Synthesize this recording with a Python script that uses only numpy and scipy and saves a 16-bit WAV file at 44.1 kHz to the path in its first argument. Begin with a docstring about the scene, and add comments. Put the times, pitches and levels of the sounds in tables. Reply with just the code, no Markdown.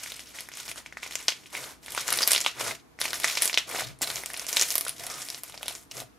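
"""Kneading bead-filled slime

Hands knead a bead-filled slime on a hard counter, close to a stereo microphone in a small bright room.
Big trapped air pockets burst as single pops: short decaying tones with a snap, a hollow and a fizz.
Countless small ones crackle with each squeeze: random grains of many pitches, gathered in flurries.
Air squirts briefly as whistling hiss; the counter booms and rings faintly, mostly as resonant noise.
A quiet room tone of coloured noise, with a low wavering hum, lies beneath; sparse echoes add the room."""
import sys
import numpy as np
from scipy import signal
from scipy.fft import rfft, irfft
from scipy.io import wavfile

SR = 44100
rng = np.random.default_rng(int(sys.argv[2]) if len(sys.argv) > 2 else 0)


def unload_wav(signal):
    """Save mono or channel-first audio to the path in sys.argv[1] as 16-bit WAV at rate SR, clipped to [-1, 1]."""
    wavfile.write(
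        sys.argv[1],
        SR,
        np.round(np.clip(np.atleast_2d(signal).T, -1, 1) * 32767).astype(np.int16),
    )


N = 272538  # samples
STEP = 64  # samples between two values of a slow level curve

# single bursting pockets, before pops() trims the layers and filters out the bass:
# [t/s, level/dB, f/Hz, snap of the tearing film over the pop/dB, hollow behind the pocket over the pop/dB]
POPS = [(0.034, -23.5, 6770, -14, -18), (0.061, -27.5, 1900, -12, -28), (0.12, -21.5, 3460, 3, -11),
        (0.165, -29, 9260, -2, -15), (0.194, -27.5, 3100, 4, -27), (0.387, -25.5, 2510, -15, -31),
        (0.407, -18.5, 10600, -1, -1), (0.488, -30.5, 1810, 9.5, -29), (0.517, -33, 2270, -11, -21),
        (0.538, -25.5, 5840, -16, 0), (0.572, -20, 8300, -11, -15), (0.6, -29, 3200, -10, -10),
        (0.68, -24.5, 3830, -10, 4), (0.69, -29.5, 2650, -17, -23), (0.715, -24, 2480, 7, -15),
        (0.759, -34, 1450, 8, -20), (0.8613, -27, 2300, -6, -27), (0.925, -29.5, 1900, -30, -32),
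        (0.971, -23, 1775, -13, -34), (1.031, -22.5, 2130, -23, -24), (1.063, -28.5, 2200, -15, 2),
        (1.11, -29, 2080, -5, -36), (1.123, -26.5, 3530, -10, -16), (1.155, -9.5, 6600, -2, 2.5),
        (1.201, -42, 5040, -4, -16), (1.212, -38, 2240, -15, -27), (1.227, -28.5, 7100, -6, -8),
        (1.283, -1.5, 4740, -15, -40), (1.288, -12, 3030, -23, -41), (1.322, -19.5, 3020, -17, -20),
        (1.459, -34, 2710, -27, -21), (1.551, -19, 2290, -20, -14), (1.641, -24.5, 3680, -12, -1),
        (1.862, -30, 3760, 8, -10), (1.882, -28.5, 1860, -14, -7), (1.906, -27.5, 9000, 9, -12),
        (1.921, -17.5, 10800, -4, -17), (1.949, -24.5, 2520, 12, 5), (1.977, -15.5, 1210, -24, -27),
        (2.006, -36, 5510, -12, -14), (2.012, -28.5, 4840, 17, -22), (2.07, -32, 2200, -8, -27),
        (2.08, -11.5, 7000, 3, -20), (2.088, -18.5, 1390, -18, -22), (2.1045, -11.5, 10070, 6, 4.5),
        (2.123, -18, 1490, -10, -25), (2.127, -6.5, 10600, 4.5, -6), (2.138, -13.5, 4660, -7, -7),
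        (2.157, -31, 10160, -6, -17), (2.174, -8.5, 9930, 0, -5), (2.188, -9, 4180, -17, -1.5),
        (2.208, -18, 1250, -9, -9.5), (2.2202, -12, 5120, 3, -14), (2.23, -13, 5100, 2, -12),
        (2.276, 3, 11570, -4, -9), (2.308, -9, 9300, -5, -12), (2.318, 2.5, 8530, 1, -25),
        (2.333, -1.5, 9900, -1, 5), (2.349, -12, 3050, -11, -12), (2.362, -5.5, 3780, -16, -30),
        (2.379, -11, 4740, -2, -1.5), (2.405, -15.5, 6460, 6, -7), (2.413, -9, 7100, -27, -19),
        (2.448, -18, 2970, -13.5, -2), (2.463, -5.5, 2930, -30, 0), (2.61, -20.5, 1000, -8, -45),
        (2.664, -31, 920, -15, -20), (2.677, -30.5, 1150, -13, -20), (2.711, -20.5, 2190, -15, -13),
        (2.989, -29.5, 1870, -15, -10), (3.003, -16.5, 11300, -7, -16), (3.015, -9, 4080, 2.5, 0),
        (3.055, -16, 2440, -8, -0.5), (3.106, -21, 4440, -17, -14), (3.132, -15, 3710, 5, 7.5),
        (3.142, -19.5, 5900, 3, -15), (3.2, -26, 3000, 16.5, -23), (3.235, -16.5, 3980, 0, -15),
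        (3.244, -8, 1840, -3, -45), (3.276, -20.5, 5640, -16, -12), (3.31, -31, 2290, -10, -20),
        (3.353, -15.5, 6420, -6, -4), (3.373, -11, 2510, -8, -14), (3.381, -26.5, 2520, -12, -27),
        (3.422, -1.5, 10530, 0.5, -26), (3.43, -30.5, 9390, -5, -20), (3.456, -1, 10530, -25, -4),
        (3.477, -8.5, 7100, 2, -16), (3.497, -16, 2470, -15, -31), (3.53, -14, 4300, -21, -1),
        (3.543, -8.5, 4000, -27, -38), (3.548, -24.5, 5540, -29, -4), (3.575, -3, 2990, -38, -34),
        (3.693, -30.5, 9200, 14, -12), (3.713, -27, 2400, -15, -3), (3.747, -24.5, 1600, -15, 6),
        (3.76, -22.5, 1690, -14, 3), (3.787, -28, 710, -15, -17), (3.795, -24.5, 1700, 4, -20),
        (3.807, -24, 1550, -15, 5), (3.82, -27.5, 645, -20, -25), (3.989, -37.5, 8960, 1, -15),
        (4.012, -29.5, 745, -10, -19), (4.074, -16, 3960, -13, -16), (4.102, -15.5, 3760, 3, -2),
        (4.158, -14, 6380, -8, -19), (4.167, -22, 3000, -9, 1), (4.236, -25, 2030, 7, 1.5),
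        (4.26, -12.5, 8150, 3, -7), (4.302, -27, 1785, 8, -6), (4.335, -14.5, 10800, -22, -14),
        (4.342, -23, 2380, -14, -10), (4.366, -24, 4150, -10, -16), (4.374, -19, 9780, 0, -13),
        (4.396, -18, 5670, 1, -4), (4.445, -29.5, 2750, -18, -20), (4.467, -17, 6840, 0, -4),
        (4.487, -18, 5400, -5, -23), (4.491, -11, 12520, -16, -13), (4.529, -11, 6480, 2, -12),
        (4.564, -8, 8240, -21, -14), (4.569, -5.5, 3640, 1.5, -37), (4.596, -5.5, 6160, -24, -33),
        (4.613, -3, 6100, -16, -29), (4.623, -2.5, 6480, -21, -28), (4.633, -17, 4600, 10, -22),
        (4.685, -21.5, 11500, 6, -12), (4.705, -13.5, 6070, 8, -29), (4.724, -27, 9860, 7, -16),
        (4.755, 2.5, 12400, -38, -6), (4.758, -26, 11800, -6, -12), (4.781, -4, 11500, 2, -27),
        (4.81, -8.5, 10840, 1, -20), (4.851, -19, 10300, -5, -21), (4.866, -23, 1320, -9, -8),
        (4.882, -11.5, 10300, -3, -20), (4.894, -19, 9900, 10.5, -14), (4.982, -32.5, 6000, 7, -15),
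        (5.067, -18, 10000, 2, -19), (5.101, -21, 5650, -17, -19), (5.219, -21.5, 6960, 2, -22),
        (5.287, -22, 4600, 0.5, -25), (5.302, -19, 5310, 5, -23), (5.346, -19.5, 4820, -11, -31),
        (5.435, -10.5, 11700, -41, -8), (5.497, -31.5, 3090, 7, 5), (5.523, -34, 3300, -10, -10),
        (5.542, -33, 2280, -10, -15), (5.542, -38.5, 634, -20, -25), (5.551, -41.5, 900, -15, -20),
        (5.577, -24, 4380, -18, -12), (5.611, -36, 1380, -18, 6), (5.577, -43, 900, -20, -25),
        (5.63, -20.5, 3350, 8, -5), (5.63, -35.5, 640, -20, -25), (5.659, -35.5, 695, -8, -20),
        (5.666, -30.5, 3500, -10, -8), (5.682, -15, 3710, 8.5, -6.5), (5.692, -36, 3600, -10, -10),
        (5.707, -35.5, 745, -10, -16), (5.752, -20.5, 6570, -18, -23), (5.913, -24, 5550, -11, -18),
        (5.969, -23, 6150, -13, -14), (5.978, -35.5, 545, -8, -17), (6.002, -26.5, 3640, -9, -21),
        (6.02, -35, 650, -7, -9)]
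# a pop's film goes on fizzing, as added crackle: [f of the pop/Hz, fizz level over the pop/dB]
FIZZ = [(1200, -15.5), (3000, -21.5), (6000, -32), (11000, -42)]
FIZZ_FALL_DB_PER_S, FIZZ_LARGE_DB, FIZZ_TINY_DB = 257.5, -13.5, -11
# hand moves (stretch, fold, squeeze, peel), before the trim in crackle(); pitch decides how much of the
# last two columns a pocket takes: [t/s, length/s, crackle level at start/dB, crackle level at end/dB,
# weight of large pockets/dB, weight of tiny pockets/dB]
MOVES = [(0, 0.14, -39.5, -48.5, -3, 2.5), (0.163, 0.076, -45, -45.5, -5.5, -2),
         (0.252, 0.066, -57, -48, 0.5, -0.5), (0.348, 0.1, -39, -48, 2, 2),
         (0.507, 0.094, -58, -35.5, -4.5, -1.5), (0.622, 0.09, -48.5, -40.5, -4.5, 3),
         (0.781, 0.027, -35, -47.5, 6, -1.5), (0.854, 0.18, -49.5, -63.5, -9.5, -8.5),
         (1.028, .055, -35, -42, -0.5, -4), (1.107, .15, -43, -47, 3.5, 3),
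         (1.352, 0.22, -48, -59.5, -1, -1.5), (1.532, 0.18, -39, -42.5, 10.5, 1),
         (1.83, 0.11, -52, -41.5, 4, 4), (1.964, 0.18, -33, -43.5, 2, 1),
         (2.068, 0.18, -35.5, -33, 6.5, 3.5), (2.271, 0.21, -26.5, -42, -6.5, 1.5),
         (2.539, 0.043, -48.5, -36.5, 12.5, -4), (2.598, .11, -32.5, -33.5, 9, 1.5),
         (3.01, 0.11, -34, -40, 1.5, 4), (3.146, 0.21, -36, -41.5, -2.5, 2.5),
         (3.247, 0.19, -27.5, -39, -7, -3), (3.422, 0.094, -31.5, -40, 1, 8),
         (3.677, 0.13, -40, -32.5, 13, 2.5), (3.822, 0.075, -48, -40, -1.5, -4.5),
         (4.034, 0.021, -27.5, -41, 4.5, 1), (4.074, 0.14, -37.5, -40, 5, 7),
         (4.251, 0.18, -49.5, -40.5, 6.5, 5), (4.482, 0.14, -41, -30.5, 1.5, 8),
         (4.664, 0.16, -38, -43, -5.5, 9), (4.809, 0.12, -47.5, -46.5, -0.5, 5),
         (4.938, 0.028, -59, -50.5, -2, 0.5), (4.995, 0.2, -41.5, -38.5, 3.5, 2.5),
         (5.188, 0.2, -44.5, -47.5, -0.5, 9), (5.439, 0.24, -47.5, -58.5, -0.5, 6),
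         (5.624, .04, -45, -52.5, 6, 5.5), (5.697, 0.12, -42, -57.5, 3.5, 11.5),
         (5.915, 0.036, -46.5, -56.5, -3, 0.5), (5.946, 0.059, -47, -42, 7.5, 9)]
MOVE_RISE_DB_PER_S, MOVE_FALL_DB_PER_S = 1201, 325
# colour of the crackle, pockets of all sizes: [f/Hz, relative level/dB per Hz]
CRACKLE_COLOUR = [(150, -47), (250, 24), (358, -7), (801, -9.5), (904, -4), (1860, -3), (3320, -4),
                  (7960, -4), (10100, 0), (15000, -21)]
# large pockets vary less in strength and join the flurries less: [f/Hz, share of both effects]
CLUMPING = [(600, .45), (2000, 1.0)]

# the lump pushed against or pulled off the slab:
# [t/s, length/s, boom level/dB, drive level of the upper modes/dB]
PUSHES = [(0.098, 0.13, -70, -88), (.66, 0.081, -61, -67), (1.1, 0.082, -71, -76),
          (1.566, 0.094, -61.5, -59), (1.93, 0.088, -63, -65), (2.113, 0.056, -59, -49.5),
          (2.236, 0.26, -69, -55.5), (2.63, 0.092, -52, -47), (3.044, 0.061, -61, -53.5),
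          (3.135, 0.17, -62, -53.5), (3.37, 0.21, -75, -58), (3.683, 0.15, -62, -52),
          (3.843, 0.068, -45, -56), (4.035, 0.018, -75, -50.5), (4.08, 0.11, -59.5, -52.5),
          (4.294, 0.35, -70, -59.5), (4.612, 0.26, -102.5, -57.5), (4.872, 0.081, -63, -65),
          (4.988, 0.225, -59.5, -60), (5.285, 0.078, -70, -63), (5.528, 0.25, -64.5, -61.5),
          (5.964, 0.063, -54, -52)]
BOOM_RISE_DB_PER_S, BOOM_FALL_DB_PER_S, BOOM_REST_DB = 172, 293, -81
RING_RISE_DB_PER_S, RING_FALL_DB_PER_S, RING_REST_DB = 502.5, 348, -86
BOOM_HZ, BOOM_WIDTH_HZ = 128, 28  # width of each of two filter passes
# ringing modes of the slab: [f/Hz, width of each of two filter passes/Hz, level over the drive/dB]
UPPER_MODES = [(678, 99, 0.5), (1210, 64, -10), (410, 280, -4), (263, 200, -8)]

# short hisses of squirting air, partly whistling; the two long faint rows near 5 s are the slab's modes
# ringing: [t/s, length/s, hiss level/dB, whistle or mode f/Hz, level of that pitch over the hiss/dB]
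PITCHED_HISSES = [(4.016, 0.016, -21.5, 7500, -11.5), (4.033, 0.014, -33.5, 4100, 1.5),
                  (4.999, 0.125, -59.5, 700, 8), (5.085, 0.115, -59, 1260, 9),
                  (2.221, 0.02, -30.5, 4940, 5), (3.836, 0.016, -42, 4030, 2.5),
                  (5.914, 0.0081, -38.5, 2900, -11), (1.565, 0.014, -34.5, 2150, -5)]

# colour of the room tone: [f/Hz, relative level/dB per Hz]
TONE_COLOUR = [(24, -40), (40, -13.5), (143, -6), (197, -9), (280, -3.5), (397, -12.5), (496, -8.5),
               (548, -36), (606, -12.5), (797, -16), (1100, -15.5), (3000, -26), (9000, -30.5),
               (13000, -23), (15500, -39.5)]
TONE_DB = -58
HUM_HZ, HUM_WIDTH_HZ, HUM_DB = 59, 6.1, -70  # width of each filter pass; level before the channel balance

# decay of the echoes: [f/Hz, time to fall by 60 dB/s]
ROOM_DECAY = [(400, 0.026), (1500, 0.26), (4000, 0.21), (12000, 0.21)]
# colour of the microphone: [f/Hz, level/dB]
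MIC_COLOUR = [(6800, 1), (7900, -2), (8800, -0.5), (14500, -9), (15400, -9.5), (15900, -23), (16600, -35.5)]
EDGE_HZ = 16600  # band limit


def gain_of(db):
    """Decibels to a factor."""
    return 10 ** (np.asarray(db) / 20)


def evened(x):
    """Scales to rms 1."""
    return x / np.sqrt(np.mean(x ** 2) + 1e-20)


def read(points, hz):
    """Reads (Hz, value) points on a log-frequency axis."""
    f, value = np.transpose(points)
    return np.interp(np.log(hz + 1), np.log(f + 1), value)


def add(mix, s, sound):
    """Mixes a two-channel sound in at second s."""
    part = mix[:, max(round(s * SR), 0):][:, :sound.shape[1]]
    part += sound[:, :part.shape[1]]


def high_passed(x, hz):
    """Takes out the bass, which tiny sources hardly stir."""
    return signal.lfilter(*signal.butter(2, hz, "high", fs=SR), x)


def swells(start, length, first_db, last_db, rise, fall):
    """Power of each move over time: a rise, a straight drift in dB while it lasts, a fall."""
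    t = np.arange(0, N + STEP, STEP)[:, None] / SR
    drift_db = first_db + (last_db - first_db) * np.clip((t - start) / length, 0, 1)
    rise_db = rise * np.maximum(start - t, 0)
    fall_db = fall * np.maximum(t - start - length, 0)
    return gain_of(2 * (drift_db - rise_db - fall_db))  # doubled dB give power


def spread_out(x):
    """From one value per step to every sample."""
    return np.interp(np.arange(N), STEP * np.arange(len(x)), x)


def narrow_noise(hz, width):
    """Two partly alike channels of noise through one resonance twice, stronger on the left; rms 1."""
    a, b = rng.standard_normal((2, N))
    radius = np.exp(-np.pi * width / SR)
    poles = [1, -2 * radius * np.cos(2 * np.pi * hz / SR), radius ** 2]
    pair = np.array([a, 0.25 * a + 0.6 * b])
    once = signal.lfilter([1, 0, -1], poles, pair)
    return evened(signal.lfilter([1], poles, once))


def burst(hz, cycles, glide, onset=2.78):
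    """Air in an opened pocket swings a few times, its pitch first rising as the hole widens; peak 1."""
    turns = np.arange(600) / SR * min(hz, SR / 3)
    fade = turns / max(cycles, 0.3)
    swing = np.sin(2 * np.pi * turns * (1 + glide * np.minimum(fade, 2)))
    wave = swing * np.exp(-fade) * (1 - np.exp(-onset * turns)) ** 2
    return wave / abs(wave).max()


def room_tone():
    """Steady coloured noise, nearly unrelated left and right, and a wavering hum."""
    hz = np.fft.rfftfreq(N, 1 / SR)
    a, b = rng.standard_normal((2, N))
    noise = irfft(rfft(np.array([a, 0.029 * a + b])) * gain_of(read(TONE_COLOUR, hz)), N)
    steady = np.sin(2 * np.pi * HUM_HZ * np.arange(N) / SR) * gain_of([[4], [0]])  # stronger on the left
    hum = steady + 0.56 * narrow_noise(HUM_HZ, HUM_WIDTH_HZ)
    return gain_of(TONE_DB) * evened(noise) + gain_of(HUM_DB) * hum


def kneading():
    """Crackle level and the weights of large and tiny pockets, from all moves and the fizz after each pop."""
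    start, length, first_db, last_db, large_db, tiny_db = np.transpose(MOVES)
    moves = swells(start, length, first_db, last_db, MOVE_RISE_DB_PER_S, MOVE_FALL_DB_PER_S)
    s, db, hz = np.transpose(POPS)[:3]
    fizz_db = db + read(FIZZ, hz)
    fizz = swells(s, 0.0023, fizz_db, fizz_db, 5000, FIZZ_FALL_DB_PER_S).sum(1)
    power = moves.sum(1) + fizz + 1e-9
    large = (moves @ large_db + fizz * FIZZ_LARGE_DB) / power
    tiny = (moves @ tiny_db + fizz * FIZZ_TINY_DB) / power
    return spread_out(10 * np.log10(power)), spread_out(large), spread_out(tiny)


def flurry_gain(level_db, large_db):
    """One burst sets off its neighbours: flurries that start at once and die away; rms 1."""
    starts = gain_of(2.5 * np.minimum(rng.exponential(1, N), 2.2)) * (rng.random(N) < 25 / SR)
    pop_s, pop_db = np.transpose(POPS)[:2]
    at = (pop_s * SR).astype(int)
    starts[at] += gain_of(0.15 * (pop_db - level_db[at]))  # the bigger the pop, the bigger its flurry
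    flurries = signal.lfilter([1], [1, -np.exp(-1 / (0.0073 * SR))], starts)  # 7.3 ms decay constant
    return evened(1.04 + flurries * gain_of(-0.4 * large_db))  # wet, soft folds crackle more evenly


def crackle(per_s=300, spread_db=3.7, count=30):
    """Pockets of many sizes burst at random in clumps; a few are much louder than the rest."""
    level_db, large_db, tiny_db = kneading()
    clumps = flurry_gain(level_db, large_db)
    spots, clump_power = np.zeros((3, 2, N)), np.mean(clumps ** 2)
    for k, hz in enumerate(np.geomspace(350, 13500, count)):
        share = read(CLUMPING, hz)
        strength = gain_of(spread_db * share * np.minimum(rng.exponential(1, N), 2.8))
        sizes = strength * rng.choice([-1, 1], N)
        sizes *= rng.random(N) < per_s * (hz / 3000) ** 0.3 / SR  # small pockets are more numerous
        place_db = 8 * rng.uniform(-0.98, 1, N)  # left over right
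        train = sizes * gain_of([place_db / 2, -place_db / 2])
        grains = evened(signal.oaconvolve(train, burst(hz, 1.27, 0.1)[None], axes=1)[:, :N])
        size_db = large_db * read([(900, 0.66), (2500, 0.04)], hz)
        size_db += tiny_db * read([(4500, 0.22), (9000, 1.0)], hz)
        colour = np.sqrt(hz) * gain_of(read(CRACKLE_COLOUR, hz) + size_db)  # higher bands are wider
        spots[k % len(spots)] += grains * colour * clumps ** share
    return evened(spots) * np.sqrt(clump_power) * gain_of(level_db - 4)


def pops(count=3):
    """Each pocket rings at its own pitch, with a bright snap and a lower hollow; they burst at a few spots."""
    spots, chance = np.zeros((count, 2, N)), rng.random((len(POPS), 4))
    for k, (s, db, hz, snap_db, hollow_db) in enumerate(POPS):
        sign, glide, snap, place = chance[k]
        # the smallest pockets ring for the most cycles
        cycles = read([(700, 0.65), (2000, 0.92), (5000, 0.67), (10000, 2.13)], hz)
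        wave = burst(hz, cycles, 0.03 * glide, onset=5)
        wave += gain_of(snap_db - 2.5) * burst(9500 + 2500 * snap, 2.0, 0)
        wave += gain_of(snap_db - 10.0) * burst(5800, 0.67, 0, onset=5.2)  # lower part of the snap
        wave += gain_of(hollow_db - 11.0) * burst(0.47 * hz, 1.0, 0, onset=5.5)
        wave += gain_of(-27.0) * burst(1180, 0.99, 0)  # faint knock of fixed pitch
        wave += gain_of(-34) * burst(710, 1.6, 0, onset=4.2)  # the lump thuds along
        edge_db = read([(2500, -7), (6000, -24)], hz)
        wave += gain_of(edge_db) * burst(1.9 * hz, 0.5, 0, onset=9)  # the sharp edge of the burst
        pan_db = read([(4000, 1.5), (11000, 7.7)], hz) * (place - 0.5)  # high pops spread wider
        pan = gain_of([[pan_db / 2], [-pan_db / 2]])
        add(spots[k % count], s, np.sign(sign - 0.5) * gain_of(db) * wave * pan)
    return high_passed(spots, 280)


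def counter():
    """The slab's modes, stirred by the hands and the peeling slime."""
    start, length, boom_db, ring_db = np.transpose(PUSHES)
    boom_power = swells(start, length, boom_db, boom_db, BOOM_RISE_DB_PER_S, BOOM_FALL_DB_PER_S).sum(1)
    ring_power = swells(start, length, ring_db, ring_db, RING_RISE_DB_PER_S, RING_FALL_DB_PER_S).sum(1)
    boom = np.sqrt(boom_power + gain_of(2 * BOOM_REST_DB))
    ring = np.sqrt(ring_power + gain_of(2 * RING_REST_DB))
    modes = sum(gain_of(db) * narrow_noise(hz, width) for hz, width, db in UPPER_MODES)
    return narrow_noise(BOOM_HZ, BOOM_WIDTH_HZ) * spread_out(boom) + modes * spread_out(ring)


def pitched_hisses():
    """Hiss with one resonant pitch: short whistling air squirts, and two longer faint rings of the slab."""
    mix = np.zeros((2, N))
    for s, length, db, hz, pitch_db in PITCHED_HISSES:
        noise = rng.standard_normal(round(length * SR))
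        pitch = signal.lfilter(*signal.iirpeak(hz, 13.0 + hz / 1500, fs=SR), noise)
        hiss = np.diff(noise, prepend=0) + noise  # brightened
        sound = evened(hiss) + gain_of(pitch_db) * evened(pitch)
        shape = signal.windows.tukey(len(sound), 0.2)
        add(mix, s, gain_of(db) * sound * shape * np.ones((2, 1)))
    return mix


def room(x):
    """Sparse echoes of random sign, strongest from nearby surfaces, each band dying at its own speed."""
    length = SR // 2
    slots = np.arange(12, length - 24, 24)
    taps = np.zeros((3, length))
    at = slots + rng.integers(0, 24, (3, len(slots)))  # one echo in every 24 samples
    np.put_along_axis(taps, at, rng.choice([-1., 1.], at.shape), 1)
    taps = taps[0] + 0.58 * taps[1:]  # both capsules share the stronger echoes
    taps *= 1 + 2.6 * np.exp(-np.arange(length) / SR / 0.004)  # early echoes stand out
    hz, t, z = signal.stft(taps, SR, nperseg=128)
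    decay = gain_of(-60 * t / read(ROOM_DECAY, hz)[:, None])
    tail = high_passed(signal.istft(z * decay, SR, nperseg=128)[1], 350)
    return signal.fftconvolve(x, tail / np.linalg.norm(tail[0]), axes=1)[:, :N]


def scene():
    """Pops, crackle and hisses with echoes that differ from spot to spot, over counter and room tone."""
    single, dense = pops(), crackle()
    dense[0] += pitched_hisses()
    sends = gain_of(-4) * single + gain_of(-5.5) * dense
    wet = sum(room(spot) for spot in sends)
    return (single + dense).sum(0) + wet + counter() + room_tone()


def record(dry):
    """Microphone colour, clipping at full scale, then the band limit."""
    hz = np.fft.rfftfreq(N, 1 / SR)
    coloured = irfft(rfft(dry) * gain_of(read(MIC_COLOUR, hz)), N)
    edge = signal.firwin(511, EDGE_HZ, window=("kaiser", 9), fs=SR)
    return signal.oaconvolve(np.clip(coloured, -1, 1), edge[None], "same", axes=1)


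dry = scene()
out = record(dry)
unload_wav(out)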